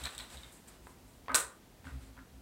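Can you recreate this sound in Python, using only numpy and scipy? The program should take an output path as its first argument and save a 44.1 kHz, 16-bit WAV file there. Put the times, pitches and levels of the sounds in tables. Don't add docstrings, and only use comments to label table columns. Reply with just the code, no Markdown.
import sys
import numpy as np
from scipy import signal
from scipy.fft import rfft, irfft, next_fast_len
from scipy.io import wavfile
from scipy.ndimage import map_coordinates

SR = 44100
rng = np.random.default_rng(int(sys.argv[2]) if len(sys.argv) > 2 else 0)


def put_to_file(sound):
    columns = np.atleast_2d(sound).T
    safe = np.clip(columns, -1, 1)
    whole_steps = np.round(safe * 32767)
    wavfile.write(sys.argv[1], SR, whole_steps.astype(np.int16))


def boost_factor(decibels):
    exponent = np.asarray(decibels, float) / 20
    return 10 ** exponent


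N = 106325


def along(points, hz, ends=None):
    point_hz, values = np.transpose(points)
    return np.interp(np.log(hz + 1), np.log(point_hz + 1), values, ends, ends)


def wobble(knots_per_s):
    knots = rng.standard_normal(int(N / SR * 40) + 4)
    return map_coordinates(knots, [np.arange(N) * knots_per_s / SR])


def noise(spectrum):
    m = next_fast_len(N + 8192)
    gain = boost_factor(along(spectrum, np.fft.rfftfreq(m, 1 / SR), -120))
    x = irfft(rfft(rng.standard_normal(m)) * gain, m)[:N]
    return x / np.sqrt(np.mean(x ** 2) + 1e-20)


def ring(modes, base_hz=1, detune=.015, attack_s=.00015):
    t = np.arange(SR // 10) / SR
    x = np.zeros(len(t))
    for hz, db, t60 in modes:
        level_luck, pitch_luck = rng.standard_normal(2)
        decay = boost_factor(db + 1.5 * level_luck - 60 * t / max(t60, .001))
        x += decay * np.sin(2 * np.pi * hz * base_hz * (1 + detune * pitch_luck) * t)
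    return x * (1 - np.exp(-t / attack_s))


def add(x, start_s, piece):
    i = round(start_s * SR)
    x[i:i + len(piece)] += piece[:max(len(x) - i, 0)]


# frequency in Hz, reverberation time t60 in seconds.
ROOM_T60 = [(200, 0.27), (1200, 0.38), (3000, 0.25), (8000, 0.27), (15000, 0.2)]
# frequency in Hz, level in dB.
ROOM_TONE = [(200, 5), (700, 11), (1250, 4), (2150, 7.5), (2900, 9), (5500, 0.5), (8300, 2.5), (12000, 6.5)]


def room(hit, db):
    hz, t, z = signal.stft(rng.standard_normal(SR // 3), SR, nperseg=128)
    decay_db = -60 * t / along(ROOM_T60, hz)[:, None]
    z = z * boost_factor(along(ROOM_TONE, hz)[:, None] + decay_db)
    delay_s = .0015
    tail = np.pad(signal.istft(z, SR, nperseg=128)[1], (int(delay_s * SR), 0))
    tail = boost_factor(db) * tail / np.linalg.norm(tail)
    return signal.fftconvolve(hit, np.r_[1, tail])


# frequency in Hz, level in dB per Hz.
HISS = [(88, -32), (150, -5.5), (254, -2), (286, -8.5), (348, -6.5), (448, -10.5), (979, -14.5),
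        (1060, -18), (16000, -29)]
# frequency in Hz, level in dB per Hz.
RUMBLE = [(25, -18), (40, 7.5), (52, -4), (68, -6.5), (85, -6), (130, -7.5), (200, -55)]
# frequency in Hz, level in dB per Hz.
HUM = [(200, -50.5), (245, 7), (262, 11), (280, 6), (330, -38)]


def background():
    rumble = boost_factor(2.5 * wobble(6)) * noise(RUMBLE)
    hiss = boost_factor(.4 * wobble(3)) * noise(HISS)
    return boost_factor(-60.5) * hiss + boost_factor(-62) * rumble + boost_factor(-81.5) * noise(HUM)


# middle in seconds, length in seconds, level in dB, low mode in Hz, upper mode's share in dB.
ROCKS = [(.035, 0.089, -46, 65.8, -16.5), (0.197, 0.13, -56.5, 55.3, -35), (0.373, 0.096, -51.5, 66.7, -15),
         (0.456, .1, -57, 58.8, -13), (0.71, 0.13, -60, 55.6, -12), (0.832, 0.16, -59.5, 57, -29),
         (1.061, 0.086, -57, 51.7, -8.5), (1.33, 0.084, -56, 62.8, 8), (1.451, .1, -57, 62.7, -17),
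         (1.876, 0.056, -48, 77.5, -4.5), (1.959, .1, -41.5, 63.8, -16.5), (2.034, 0.054, -49.5, 54, -8.5),
         (2.103, 0.086, -51, 54.6, -9), (2.206, 0.098, -55, 57, -3), (2.365, 0.087, -53.5, 61, -8.5)]


def table_rocking():
    octave_db, upper_hz = -10.5, 264
    x = np.zeros(N)
    for middle, length, db, hz, upper_db in ROCKS:
        t = np.arange(int(length * SR)) / SR
        phase = 2 * np.pi * rng.random(3)
        swing = np.sin(2 * np.pi * hz * t + phase[0])
        swing += boost_factor(octave_db) * np.sin(2 * np.pi * 2 * hz * t + phase[1])
        swing += boost_factor(upper_db) * np.sin(2 * np.pi * upper_hz * t + phase[2])
        add(x, max(middle - length / 2, 0), boost_factor(db + 4) * np.sin(np.pi * t / length) * swing)
    return x


# frequency in Hz, level in dB per Hz.
CLOTH_DULL = [(200, -6), (500, -1), (1500, -1.5), (3000, -5.5), (4100, -5.5), (5500, -12), (8000, -18.5)]
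# frequency in Hz, level in dB per Hz.
CLOTH_BRIGHT = [(3000, -16), (5800, -14), (7600, -0.5), (8500, -1), (10500, -8.5), (14000, -13),
                (16000, -21)]
# start in seconds, rise in seconds, fall in seconds, level in dB, brightness in dB.
STROKES = [(-.04, 0.056, 0.4, -53, -2.5), (0.172, 0.025, 0.083, -59.5, -2.5),
           (0.279, 0.03, 0.41, -58.5, -2), (.38, 0.074, 0.6, -94, 14), (0.509, 0.017, 0.088, -73.5, 14.5),
           (0.667, 0.016, 0.068, -62, 3.5), (.68, 0.036, 0.089, -68.5, -6.5),
           (0.799, 0.072, 0.13, -68.5, 3.5), (1.02, 0.061, 0.27, -75.5, 5.5),
           (1.84, 0.01, 0.43, -64.5, -3.5), (1.98, 0.049, 0.13, -70, -1), (2.2, 0.26, .3, -84, 7)]


def cloth():
    t = np.arange(N) / SR
    dull, bright = noise(CLOTH_DULL), noise(CLOTH_BRIGHT)
    x = np.zeros(N)
    for start, rise, fall, db, bright_db in STROKES:
        swell = np.clip((t - start) / rise, 0, 1) ** 2
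        fade = boost_factor(-20 * np.clip(t - start - rise, 0, None) / fall)
        x += boost_factor(db) * swell * fade * (dull / boost_factor(bright_db) + bright * boost_factor(bright_db))
    return x * boost_factor(1.8 * wobble(35))


# frequency in Hz, level in dB, t60 in seconds.
BOARD = [(560, -43.5, 0.054), (990, -26.5, 0.013), (1030, -8, 0.044), (1228, -2.5, 0.047),
         (1513, 11.5, 0.011), (1800, 5, 0.012)]
# multiple of its pitch, level in dB, t60 in seconds.
KNOCK = [(.55, -10, .012), (.82, -5, .014), (1, 0, .018), (1.27, -4, .014), (1.65, -6, .009),
         (2.3, -11, .006)]
# frequency in Hz, level in dB, t60 in seconds.
TICK = [(2400, 0, .006), (3200, -1, .006), (4300, -4, .005)]
# start in seconds, peak in dB, pitch in Hz, room level in dB, tick level in dB.
KNOCKS = [(0.051, -37, 1670, 2, -8), (0.063, -32, 1423, -3.5, -4), (0.0702, -37, 1730, -9, 8),
          (0.0743, -38.5, 1860, -18, -11), (0.198, -38.5, 1800, 0.5, 4), (.347, -52, 840, -3, -1),
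          (.4335, -50, 2120, 3, -20), (1.26, -54, 2340, -9, -3), (1.294, -31.5, 1240, 9, -10),
          (1.31, -40, 1090, -4, -22), (.882, -55.5, 1024, -7, -20), (0.8698, -38.5, 1000, -7, -10),
          (1.2828, -28, 1040, -4, -7), (1.8435, -46, 1000, -3, -2), (1.8697, -38, 1570, -8, -5),
          (2.1685, -49, 1000, -4, -2), (1.853, -44, 1640, -4, -15), (1.879, -43.5, 1460, 4, -20),
          (2.177, -43.5, 1304, -0.5, -10), (2.19, -45, 1600, -8, -15)]


def knocks():
    attack_s = .0005
    x = np.zeros(N)
    for start, db, hz, room_db, tick_db in KNOCKS:
        hit = ring(KNOCK, hz, detune=.03, attack_s=attack_s)
        hit += boost_factor(-12) * ring(BOARD, attack_s=attack_s)
        add(x, start, -room(boost_factor(db - 2) * hit, room_db - 0.5))
        add(x, start, -boost_factor(db + tick_db) * ring(TICK, attack_s=attack_s))
    return x


def tokens(contacts, body, edge, knock_db, crack_db, room_db=None):
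    x, t = np.zeros(N), np.arange(SR // 10) / SR
    crack_band = signal.butter(2, (2360, 14200), "bandpass", fs=SR, output="sos")
    crack_t60 = .006
    for start, db, body_db, edge_db, hz in contacts:
        burst = boost_factor(crack_db - 60 * t / crack_t60) * rng.standard_normal(len(t))
        crack = signal.sosfilt(crack_band, burst)
        hit = boost_factor(body_db) * ring(body, hz, attack_s=.0003)
        hit += boost_factor(edge_db) * (ring(edge) + crack)
        hit += boost_factor(knock_db) * ring(BOARD, attack_s=.0012)
        hit *= boost_factor(db)
        add(x, start, hit if room_db is None else room(hit, room_db))
    return x


# multiple of body pitch, level in dB, t60 in seconds.
FLAT_BODY = [(1, 0, .004), (1.4, -8, .003), (.68, -6, .004), (.14, -16, .015)]
# frequency in Hz, level in dB, t60 in seconds.
FLAT_EDGE = [(6520, 3.5, 0.0015), (7450, 3, 0.0027), (8210, 3.5, 0.004), (9120, -6, 0.003),
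             (12400, -15, 0.0023)]
# start in seconds, peak in dB, body mode in dB, edge mode in dB, body pitch in Hz.
SNAPS = [(1.3186, -39, 0, -9, 4200), (1.3451, -8, 0, -12, 4000), (1.3463, -12, -2, -5, 4000),
         (1.3506, -12.5, -16, 0, 3800), (1.3530, -12, -10, 0, 4200), (1.3539, -14, -16, 0, 4000),
         (1.3567, -19, -9, 0, 3600), (1.3586, -14, -10, 0, 4200), (1.3595, -14, -16, 0, 4000),
         (1.3835, -26, -16, 0, 4000), (1.4005, -24, -9, 0, 4000), (1.4045, -29, -9, 0, 4000)]


def mat_token():
    return tokens(SNAPS, FLAT_BODY, FLAT_EDGE, knock_db=-16.5, crack_db=-8, room_db=-2)


def jostle(count=90):
    touches_per_s, fade_db_per_s, end_s = 160, 32, .4
    luck = rng.random((count, 4))
    start = np.cumsum(2 * luck[:, 0]) / touches_per_s
    db = -47.5 - fade_db_per_s * start + 12 * (luck[:, 1] - .5)
    db -= 99 * (start > end_s)
    edge_db = -2.5 - 14 * luck[:, 2]
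    hz = 3600 + 500 * luck[:, 3]
    return np.c_[start, db, 0 * start, edge_db, hz]


# multiple of body pitch, level in dB, t60 in seconds.
BODY = [(1, 0, .011), (.9, -6, .009), (.6, -9, .006), (1.25, -7, .004)]
# frequency in Hz, level in dB, t60 in seconds.
EDGE = [(7850, 0, .012), (8400, -1, .01), (10000, -7, .005), (12800, -9, .005), (14600, -12, .004)]
# start in seconds, peak in dB, body mode in dB, edge mode in dB, body pitch in Hz.
CLICKS = [(0.0345, -42, 0, -18, 3760), (0.0375, -34, -1, 0.5, 3940), (0.0405, -32, 1, -14, 3850),
          (0.0454, -41, -10, -2, 3830), (0.0535, -35, 7, -15, 4070), (0.0556, -22, -2, -11.5, 4050),
          (0.0635, -33.5, -6.5, -10, 4040), (0.0685, -35, -2, -15, 3500), (0.0712, -42.5, -4, 0, 3860),
          (0.0895, -39, -5, -16, 3900), (0.1058, -43, -5, -3.5, 4300), (0.1497, -38.5, -5, -5, 3570),
          (0.1798, -36.5, 4, 3, 3750), (0.189, -28, -3, -13.5, 4280), (0.1935, -38.5, -14, -13, 3920),
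          (0.2015, -37, -1, -8, 3520), (0.2065, -35, 4, -24, 3950), (0.2125, -55, 13, -7.5, 4000),
          (0.2547, -55, 7, -10, 3700), (0.303, -42.5, -1, -7, 3800), (.314, -51, -3, -6, 3900),
          (.329, -47, 1, -6, 3700), (.345, -47, 3, -7, 3730), (0.3716, -35.5, -2, -15, 3900),
          (.378, -52, 9, -16, 3770), (0.4335, -35, -0.5, -33, 3630), (0.4453, -49, 7, -24, 3700)]


def bag_tokens():
    clicks = tokens(CLICKS, BODY, EDGE, knock_db=-22.5, crack_db=-5, room_db=-3.5)
    patter = tokens(jostle(), BODY, EDGE, knock_db=-22.5, crack_db=-5)
    return clicks + patter


def scene():
    contacts = bag_tokens() + mat_token() + knocks()
    return (contacts + cloth() + table_rocking() + background())[None]


def top_cut(x):
    return signal.sosfilt(signal.butter(12, 16540, fs=SR, output="sos"), x)


def record(dry):
    low_cut_hz, top_hz = 43, 15850
    m = next_fast_len(N)
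    hz = np.fft.rfftfreq(m, 1 / SR)
    gain = (hz < top_hz) / (1 + (low_cut_hz / (hz + 1)) ** 6)
    mix = irfft(rfft(dry, m) * gain, m)[:, :N]
    return top_cut(mix)


dry = scene()
out = record(dry)
put_to_file(out)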